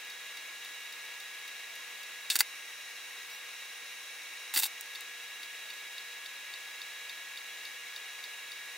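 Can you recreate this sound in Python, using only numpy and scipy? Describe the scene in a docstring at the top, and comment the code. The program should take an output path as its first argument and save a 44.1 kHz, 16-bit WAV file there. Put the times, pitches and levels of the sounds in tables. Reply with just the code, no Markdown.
"""A home-made floppy disk autoloader, heard from close above in a small, dry room.
A geared motor whirrs and a small fan hums throughout. At first the drive holds a disk and ticks.
At 2.3 seconds the motor sags under load and the eject mechanism clacks the disk out.
A joint squeaks faintly, and at about 4.5 seconds the next disk rattles in.
Then the motor runs free again and the ticking returns."""
import sys
import numpy as np
from scipy import signal
from scipy.fft import rfft, irfft
from scipy.io import wavfile

SR = 44100
rng = np.random.default_rng(int(sys.argv[2]) if len(sys.argv) > 2 else 0)


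def wrap_up_sound(samples):
    """Save the sound to the file named by the first command line argument, as 16-bit audio."""
    columns = np.atleast_2d(samples).T
    # keep every value between -1 and 1, then stretch to whole-number steps
    tamed = np.clip(columns, -1, 1)
    steps = np.round(tamed * 32767).astype(np.int16)
    wavfile.write(sys.argv[1], SR, steps)


N = 386757

# The hum of the fan blades. Each row: pitch in Hz, level in dB.
FAN_TONES = [(480.5, -72.5), (327, -85)]
# The broad tone colour of gear and air noise. Each row: frequency in Hz, gain in dB.
WHIRR_SHAPE = [(25, -25), (80, -28), (200, -17.5), (330, -11.5), (550, -6.5), (1000, -2.5), (1500, -1),
               (1900, 3), (3000, -1.5), (4500, -5.5), (7300, -5.5), (8600, -8), (12000, -8.5), (15600, -11)]
# Resonances of the housing, the places where it rings. Each row: frequency in Hz, width in Hz, boost in dB.
HOUSING_MODES = [(1080, 28, 3.7), (1904, 109, 6.1), (2074, 140, 3.6), (2249, 122, 9.8), (2462, 140, 6.3),
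                 (2667, 93, 8.9), (2822, 156, 11.2), (3210, 45, 5.9), (3350, 100, 7), (3725, 170, 8),
                 (3880, 167, 12.4), (4180, 95, 7.8), (4700, 120, 1.3), (5020, 110, 4.4), (5650, 140, 5.6),
                 (5950, 90, 4.1), (6570, 130, 2.7)]
# How alike left and right are, for the whirr and for blows.
# Each row: frequency in Hz, likeness (1 is the same, 0 is unrelated, below 0 is opposed).
WHIRR_LIKENESS = [(60, 0.16), (120, 0.13), (240, 0.13), (480, 0.35), (950, 0.44), (1890, 0.96),
                  (3770, 0.72), (7520, -0.078), (15000, -0.34)]
BLOW_LIKENESS = [(60, .3), (240, 0.94), (950, 1), (3800, 1), (15000, 0.85)]
# How far the whirr leans to the left. Each row: frequency in Hz, left minus right in dB.
WHIRR_LEAN = [(60, 0), (150, 4), (380, 4), (950, 2), (2380, 0.0), (5980, 0.0), (15000, 0.0)]
# The motor's whine. Each row: multiple of the shaft's speed, base level in dB when idle and when loaded.
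WHINE_TONES = [(7, -53.5, -57.5), (14, -63.5, -74), (16, -66.5, -81), (20, -73, -78), (21, -78, -73),
               (24, -65.5, -63), (25, -78, -69), (28, -64.5, -63.5), (32, -73, -76), (36, -80, -76),
               (40, -84, -70.5), (44, -69, -66.5), (52, -88, -98), (56, -81, -88), (60, -81, -85.5),
               (62, -92, -81), (64, -80, -83)]

# The broad tone colours of the wooden frame, the plastic, the steel chassis and the hard edges,
# then of a tick's click and its tail. Each row: frequency in Hz, gain in dB.
WOOD_SHAPE = [(30, -19), (130, -13), (310, 6), (390, 5), (480, -22), (1500, -45)]
PLASTIC_SHAPE = [(60, -58), (300, -32), (600, -15.5), (820, -6), (1500, -3), (2200, 0), (2600, -11),
                 (6000, -52)]
STEEL_SHAPE = [(100, -66), (1000, -40), (2200, -7.5), (2600, -2.5), (4800, 0.5), (5500, -5.5), (8000, -29)]
EDGE_SHAPE = [(100, -75), (2500, -36), (5300, -3.5), (7500, -0.5), (10000, 0), (14000, -0.5), (15400, 2)]
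TICK_CLICK_SHAPE = [(100, -70), (3000, -31), (5500, 5.5), (8500, -6), (11000, 4), (13500, -7), (15200, 2.5)]
TICK_TAIL_SHAPE = [(100, -70), (3000, -23), (3650, -8), (4050, -8), (4550, -1), (5200, -10), (8000, -28)]
# Resonances of the plastic, the steel and the edges. Each row: frequency in Hz, width in Hz, boost in dB.
PLASTIC_MODES = [(850, 150, 2.6), (1430, 160, 3), (1705, 140, 5.7), (2020, 190, 3)]
STEEL_MODES = [(2685, 210, 7.4), (3520, 170, 4), (3740, 320, 5.7), (4260, 130, 4), (4580, 230, 6.6)]
EDGE_MODES = [(5820, 120, 5), (6840, 160, 6), (7320, 150, 5.1), (7840, 160, 4), (8350, 200, 7.6),
              (9400, 120, 6.1), (11350, 200, 4), (13600, 600, 3)]

# The two chassis pings in a tick. Each row: pitch in Hz, relative level in dB, time to swell in seconds.
PING_TONES = [(3695, -1.5, 0.0025), (4580, -6.5, 0.0021)]
# Runs of evenly spaced ticks. Each row: first and last tick in seconds, base levels of ping and click
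# in dB, delay of the upper ping in seconds.
HEAD_TICK_RUNS = [(0.0994, 0.0994, -41.5, -45, 0.0053), (0.371, 2.0315, -43.3, -44.3, .003),
                  (4.9492, 4.9492, -39, -48, 0), (4.9552, 4.9552, -36.5, -45, 0),
                  (5.4307, 5.4307, -37.5, -47, 0), (5.7018, 7.6514, -36.7, -47.3, 0),
                  (7.961, 8.5172, -36.5, -47.3, 0)]
# The squeak of a dry joint. Each row: pitch in Hz, level in dB.
SQUEAK_TONES = [(5700, -56.5), (11400, -64), (12790, -68)]
# Slider and disk rub their guides. Each row: start and length in seconds, treble and steel levels in dB.
GUIDE_SCRAPES = [(2.321, 0.046, -38.5, -47), (2.391, .013, -29.5, -38), (3.287, 0.085, -57, -60),
                 (4.551, 0.058, -37, -42), (4.606, 0.072, -37, -44.5)]
# Dry snaps of hard edges and the latch. Each row: start in seconds, level in dB.
EDGE_SNAPS = [(2.357, -24), (4.574, -12), (4.5895, -14), (4.6427, -18), (4.81, -21), (5.008, -27)]
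# The ring of the lever's end stop. Each row: pitch in Hz, level in dB, seconds to fade by 60 dB.
END_STOP_TONES = [(884, -37, 0.04), (2033, -21.5, 0.03), (4690, -15, 0.019)]
# The parts that strike the drive. Each name gives: the plastic and the steel resonance it favours in Hz,
# boost of the highest treble in dB, seconds for the steel to fade by 60 dB.
STRIKING_PARTS = {"latch": (1650, 3740, -10, 0.07), "lever": (1502, 4650, -1, 0.03),
                  "carriage": (2070, 4700, 3, 0.046), "disk": (850, 3840, 4, 0.047)}
# The blows on the drive. Each row: start in seconds, striking part, strength in dB,
# then plastic knock, edge crack and bounce, each in dB above that strength.
DRIVE_BLOWS = [(2.3, "latch", -22, -20, -3.5, -7.5), (2.315, "latch", -33.5, -9, 0, -10),
               (2.355, "lever", -23, -5.5, 2, -2), (2.389, "lever", -28.5, -13, 4, -4),
               (2.4048, "lever", -18.5, -6, 1.5, -15), (4.538, "disk", -35, -5, 4.5, -1),
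               (4.549, "disk", -36, -9, 5, -17), (4.5602, "carriage", -26.5, -6, -1, -1.5),
               (4.5738, "carriage", -25, -6, 3, -7), (4.5895, "disk", -34, -6, 7, 2.5),
               (4.623, "disk", -35, -9, 2, -15), (4.6326, "disk", -25.5, -11.5, -0.5, -3),
               (4.654, "disk", -33, -7.5, 0.5, -4)]
# Heavy blows shake the wooden frame. Each row: start in seconds, strength in dB.
FRAME_THUDS = [(2.3015, -54), (2.3544, -48.5), (2.4064, -61), (4.565, -45.5), (4.594, -56), (4.6325, -56),
               (4.656, -61)]


def amp(db):
    """Turn decibels into a factor to multiply by."""
    return 10 ** (np.asarray(db) / 20)


def unit_level(x):
    """Scale a signal so that its average (rms) level is 1."""
    return x / np.sqrt(np.mean(x ** 2) + 1e-20)


def curve_at(points, hz):
    """Read a smooth curve from a table, between its frequencies."""
    table_hz, values = np.transpose(points)
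    return np.interp(np.log(hz + 1), np.log(table_hz + 1), values)


def add(mix, start_s, sound):
    """Mix a sound in at its start time."""
    part = mix[:, round(start_s * SR):][:, :sound.shape[1]]
    part += sound[:, :part.shape[1]]


def colour_db(shape, modes, hz):
    """The gain in dB of a broad tone colour with resonance peaks on top."""
    peaks = sum(db * .5 ** ((2 * (hz - centre) / width) ** 2) for centre, width, db in modes)
    return curve_at(shape, hz) + peaks


def wander(rate_hz):
    """A smooth random wobble of average size 1, up to about the given rate."""
    hz = np.fft.rfftfreq(N, 1 / SR)
    return unit_level(irfft(rfft(rng.standard_normal(N)) * np.exp(-(hz / rate_hz) ** 2), N))


def stereo(spectra, likeness):
    """Blend two unrelated spectra into a left and a right that are partly alike."""
    same = np.clip(likeness, -1, 1)
    mid = spectra[0] * np.sqrt((1 + same) / 2)
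    side = spectra[1] * np.sqrt((1 - same) / 2)
    return np.array([mid + side, mid - side])


def blow(db, fade_s, shape, modes=(), rise_s=0.00055, size=8192):
    """A burst of tiny contacts rings a part; it starts near db and drops 60 dB in fade_s."""
    t, hz = np.arange(size) / SR, np.fft.rfftfreq(size, 1 / SR)
    fade = amp(-60 * t / fade_s) * (1 - np.exp(-t / rise_s))
    burst = rng.standard_normal((2, size)) * fade
    for _ in range(2):  # hard contacts drive all frequencies alike
        burst = irfft(np.exp(1j * np.angle(rfft(burst)))) * np.sqrt(fade)
    log_gain = np.log(amp(colour_db(shape, modes, abs(np.fft.fftfreq(size, 1 / SR)))))
    ringing = np.exp(np.conj(signal.hilbert(log_gain)))[:len(hz)]  # rings only after it is struck
    sound = irfft(stereo(rfft(burst), curve_at(BLOW_LIKENESS, hz)) * ringing)
    return amp(db) * unit_level(sound) * np.sqrt(np.mean(fade ** 2))


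def room(sound, fade_s=0.085, size=12000):
    """The carpeted room answers with a very short echo."""
    t = np.arange(size) / SR
    tail = rng.standard_normal((2, size)) * amp(-60 * t / fade_s) * (1 - np.exp(-t / 0.0043))
    return signal.fftconvolve(sound, tail / np.linalg.norm(tail[0]), axes=1)[:, :N]


def low_hum(hz=196, db=-90, end_s=2.33):
    """A faint low drone while the first disk is in the drive."""
    t = np.arange(N) / SR
    fade_out = np.clip((end_s - t) / .05, 0, 1)
    return np.sqrt(2) * amp(db) * np.sin(2 * np.pi * hz * t) * fade_out


def fan(pitch_waver=0.00211, flicker_db=1.2, lean_db=1.2):
    """The blades of the cooling fan hum, wavering a little and louder on the left."""
    wavering_t = np.cumsum(1 + pitch_waver * wander(7.4)) / SR
    hum = sum(np.sqrt(2) * amp(db) * np.sin(2 * np.pi * hz * wavering_t) for hz, db in FAN_TONES)
    return hum * amp(flicker_db * wander(11)) * amp([[lean_db], [-lean_db]])


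def motor_effort(start_s=2.27, grip_s=0.0898, push_s=0.299, end_s=4.7, relax_s=.17,
                 slack_at_s=3.37, slack_s=.09):
    """The motor's load over time (0 idle, 1 working), and the dB this adds to its upper whine."""
    t = np.arange(N) / SR
    # It waits, grips, works, pushes the next disk home, then runs free.
    load = np.interp(t, [start_s, start_s + grip_s, end_s - push_s, end_s], [.12, 1, 1, 1.15])
    load *= np.exp(-np.maximum(t - end_s, 0) / relax_s)
    slack = np.exp(-((t - slack_at_s) / slack_s) ** 2)  # midway the mechanism goes slack for a moment
    upper_db = 1.2 * load - 9 * slack
    return load - 0.2205 * slack, upper_db


def motor_whirr(idle_db=-44.82, load_db=-0.23, flicker_db=0.33, right_lag_s=.000012):
    """Noise from gears, brushes and air rings through the housing."""
    hz = np.fft.rfftfreq(N, 1 / SR)
    noise = stereo(rfft(rng.standard_normal((2, N))), curve_at(WHIRR_LIKENESS, hz))
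    lean_db = np.array([[.5], [-.5]]) * curve_at(WHIRR_LEAN, hz)
    noise *= amp(colour_db(WHIRR_SHAPE, HOUSING_MODES, hz) + lean_db)
    noise[1] *= np.exp(-2j * np.pi * hz * right_lag_s)  # the motor sits a little to the left
    load, _ = motor_effort()
    level_db = idle_db + load_db * load + flicker_db * wander(70)
    return amp(level_db) * unit_level(irfft(noise, N))


def motor_whine(idle_hz=238.6, sag_hz=3.2, flutter_hz=0.087, shimmer_db=0.5, spread=0.62):
    """Tones at multiples of the shaft's speed; load slows the shaft and changes which are loudest."""
    load, upper_db = motor_effort()
    turns = np.cumsum(idle_hz - sag_hz * load + flutter_hz * wander(25.4)) / SR
    shimmer, out = wander(27), np.zeros((2, N))
    for multiple, idle_db, loaded_db in WHINE_TONES:
        db = idle_db + (loaded_db - idle_db) * load + upper_db * (multiple > 20)
        level = amp(db + shimmer_db * np.roll(shimmer, rng.integers(N)))
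        lag = np.array([[0], [spread * multiple / 20]])  # radians by which the right side trails
        out += np.sqrt(2) * level * np.sin(2 * np.pi * (multiple * turns + rng.random()) - lag)
    return out


def tick_times(every_s=.278, scatter_db=.5):
    """List every tick of every run, each a little louder or softer by chance."""
    for first_s, last_s, ping_db, click_db, delay_s in HEAD_TICK_RUNS:
        count = 1 + round((last_s - first_s) / every_s)
        for start_s in np.linspace(first_s, last_s, count):
            chance_db = scatter_db * rng.standard_normal()
            yield start_s, ping_db + chance_db, click_db + chance_db, delay_s


def head_ticks(click_boost_db=1.0, tail_db=-12, tail_fade_s=0.1, pitch_scatter=0.0075):
    """The drive's head steps a few times a second: a click, then two chassis pings swell and die."""
    t, out = np.arange(1200) / SR, np.zeros((2, N))
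    for start_s, ping_db, click_db, delay_s in tick_times():
        add(out, start_s, blow(click_db + click_boost_db, 0.035, TICK_CLICK_SHAPE, rise_s=.0001))
        add(out, start_s + .002, blow(ping_db + tail_db, tail_fade_s, TICK_TAIL_SHAPE))
        for k, (hz, db, swell_s) in enumerate(PING_TONES):
            swell = (t / swell_s * np.exp(1 - t / swell_s)) ** 4
            pitch_hz = hz * (1 + pitch_scatter * rng.standard_normal())
            ping = swell * np.sin(2 * np.pi * (pitch_hz * t + rng.random()))
            add(out, start_s + k * delay_s, np.sqrt(2) * amp(ping_db + db) * ping[None])
    return out


def squeak(start_s=3.29, length_s=0.081):
    """A few high tones swell and fade as a dry joint slips."""
    t, out = np.arange(int(length_s * SR)) / SR, np.zeros((2, N))
    tone = sum(np.sqrt(2) * amp(db) * np.sin(2 * np.pi * hz * t) for hz, db in SQUEAK_TONES)
    add(out, start_s, tone[None] * signal.windows.tukey(len(t), .6))
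    return out


def scrapes():
    """Sliding parts rub the chassis in a stream of tiny contacts."""
    out = np.zeros((2, N))
    for start_s, length_s, treble_db, steel_db in GUIDE_SCRAPES:
        rub = blow(treble_db, 2, EDGE_SHAPE, EDGE_MODES) + blow(steel_db, 1.8, STEEL_SHAPE, STEEL_MODES)
        size = int(length_s * SR)
        add(out, start_s, rub[:, :size] * signal.windows.tukey(size, .25))
    return out


def snaps(sizzle_db=-18):
    """Hard edges click for about a millisecond, and the sheet steel sizzles briefly after."""
    out = np.zeros((2, N))
    for start_s, db in EDGE_SNAPS:
        click = blow(db, 0.0025, EDGE_SHAPE, rise_s=.00005)
        sizzle = blow(db + sizzle_db, 0.042, EDGE_SHAPE, EDGE_MODES)
        add(out, start_s, click + sizzle)
    return out


def end_stop(start_s=2.4066, rise_s=0.00032):
    """The eject lever slams into its end stop and rings the chassis."""
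    t, out = np.arange(4000) / SR, np.zeros((2, N))
    ring = sum(amp(db - 60 * t / fade_s) * np.sin(2 * np.pi * (hz * t + rng.random()))
               for hz, db, fade_s in END_STOP_TONES)
    ring *= 1 - np.exp(-t / rise_s)
    add(out, start_s, np.sqrt(2) * ring[None])
    return out


def strike(part, db, knock_db, crack_db, favour_db=7):
    """One hit: plastic knocks, steel rings, an edge cracks; the striking part picks what rings most."""
    plastic_hz, steel_hz, top_db, fade_s = STRIKING_PARTS[part]
    plastic_modes = PLASTIC_MODES + [(plastic_hz, 260, favour_db)]
    steel_modes = STEEL_MODES + [(steel_hz, 320, favour_db)]
    edge_modes = EDGE_MODES + [(13800, 6200, top_db)]
    knock = blow(db + knock_db, fade_s * 1.34, PLASTIC_SHAPE, plastic_modes)
    ring = blow(db, fade_s, STEEL_SHAPE, steel_modes)
    crack = blow(db + crack_db, fade_s * 1.66, EDGE_SHAPE, edge_modes, rise_s=0.00018)
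    return knock + ring + crack


def clacks(gain_db=0.47, bounce_s=.007, bounce_knock_db=-7):
    """Moving parts and disk strike the drive and bounce once; heavy blows thump the wooden frame."""
    out = np.zeros((2, N))
    for start_s, part, db, knock_db, crack_db, bounce_db in DRIVE_BLOWS:
        add(out, start_s, strike(part, db, knock_db, crack_db))
        add(out, start_s + bounce_s, strike(part, db + bounce_db, knock_db + bounce_knock_db, crack_db))
    for start_s, db in FRAME_THUDS:
        add(out, start_s, blow(db, 0.064, WOOD_SHAPE, rise_s=0.0011))
    return amp(gain_db) * out


def scene(echo_db=-23.0):
    """Mix the drive's short sounds and their faint echo with the motor, the fan and the drone."""
    drive = clacks() + end_stop() + scrapes() + snaps() + head_ticks() + squeak()
    return drive + amp(echo_db) * room(drive) + motor_whine() + motor_whirr() + fan() + low_hum()


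def record(dry):
    """Cut away the very highest treble."""
    cutoff_hz = 15850
    low_pass = signal.firwin(511, cutoff_hz, window=("kaiser", 9), fs=SR)
    return signal.oaconvolve(dry, low_pass[None], "same")


dry = scene()
out = record(dry)
wrap_up_sound(out)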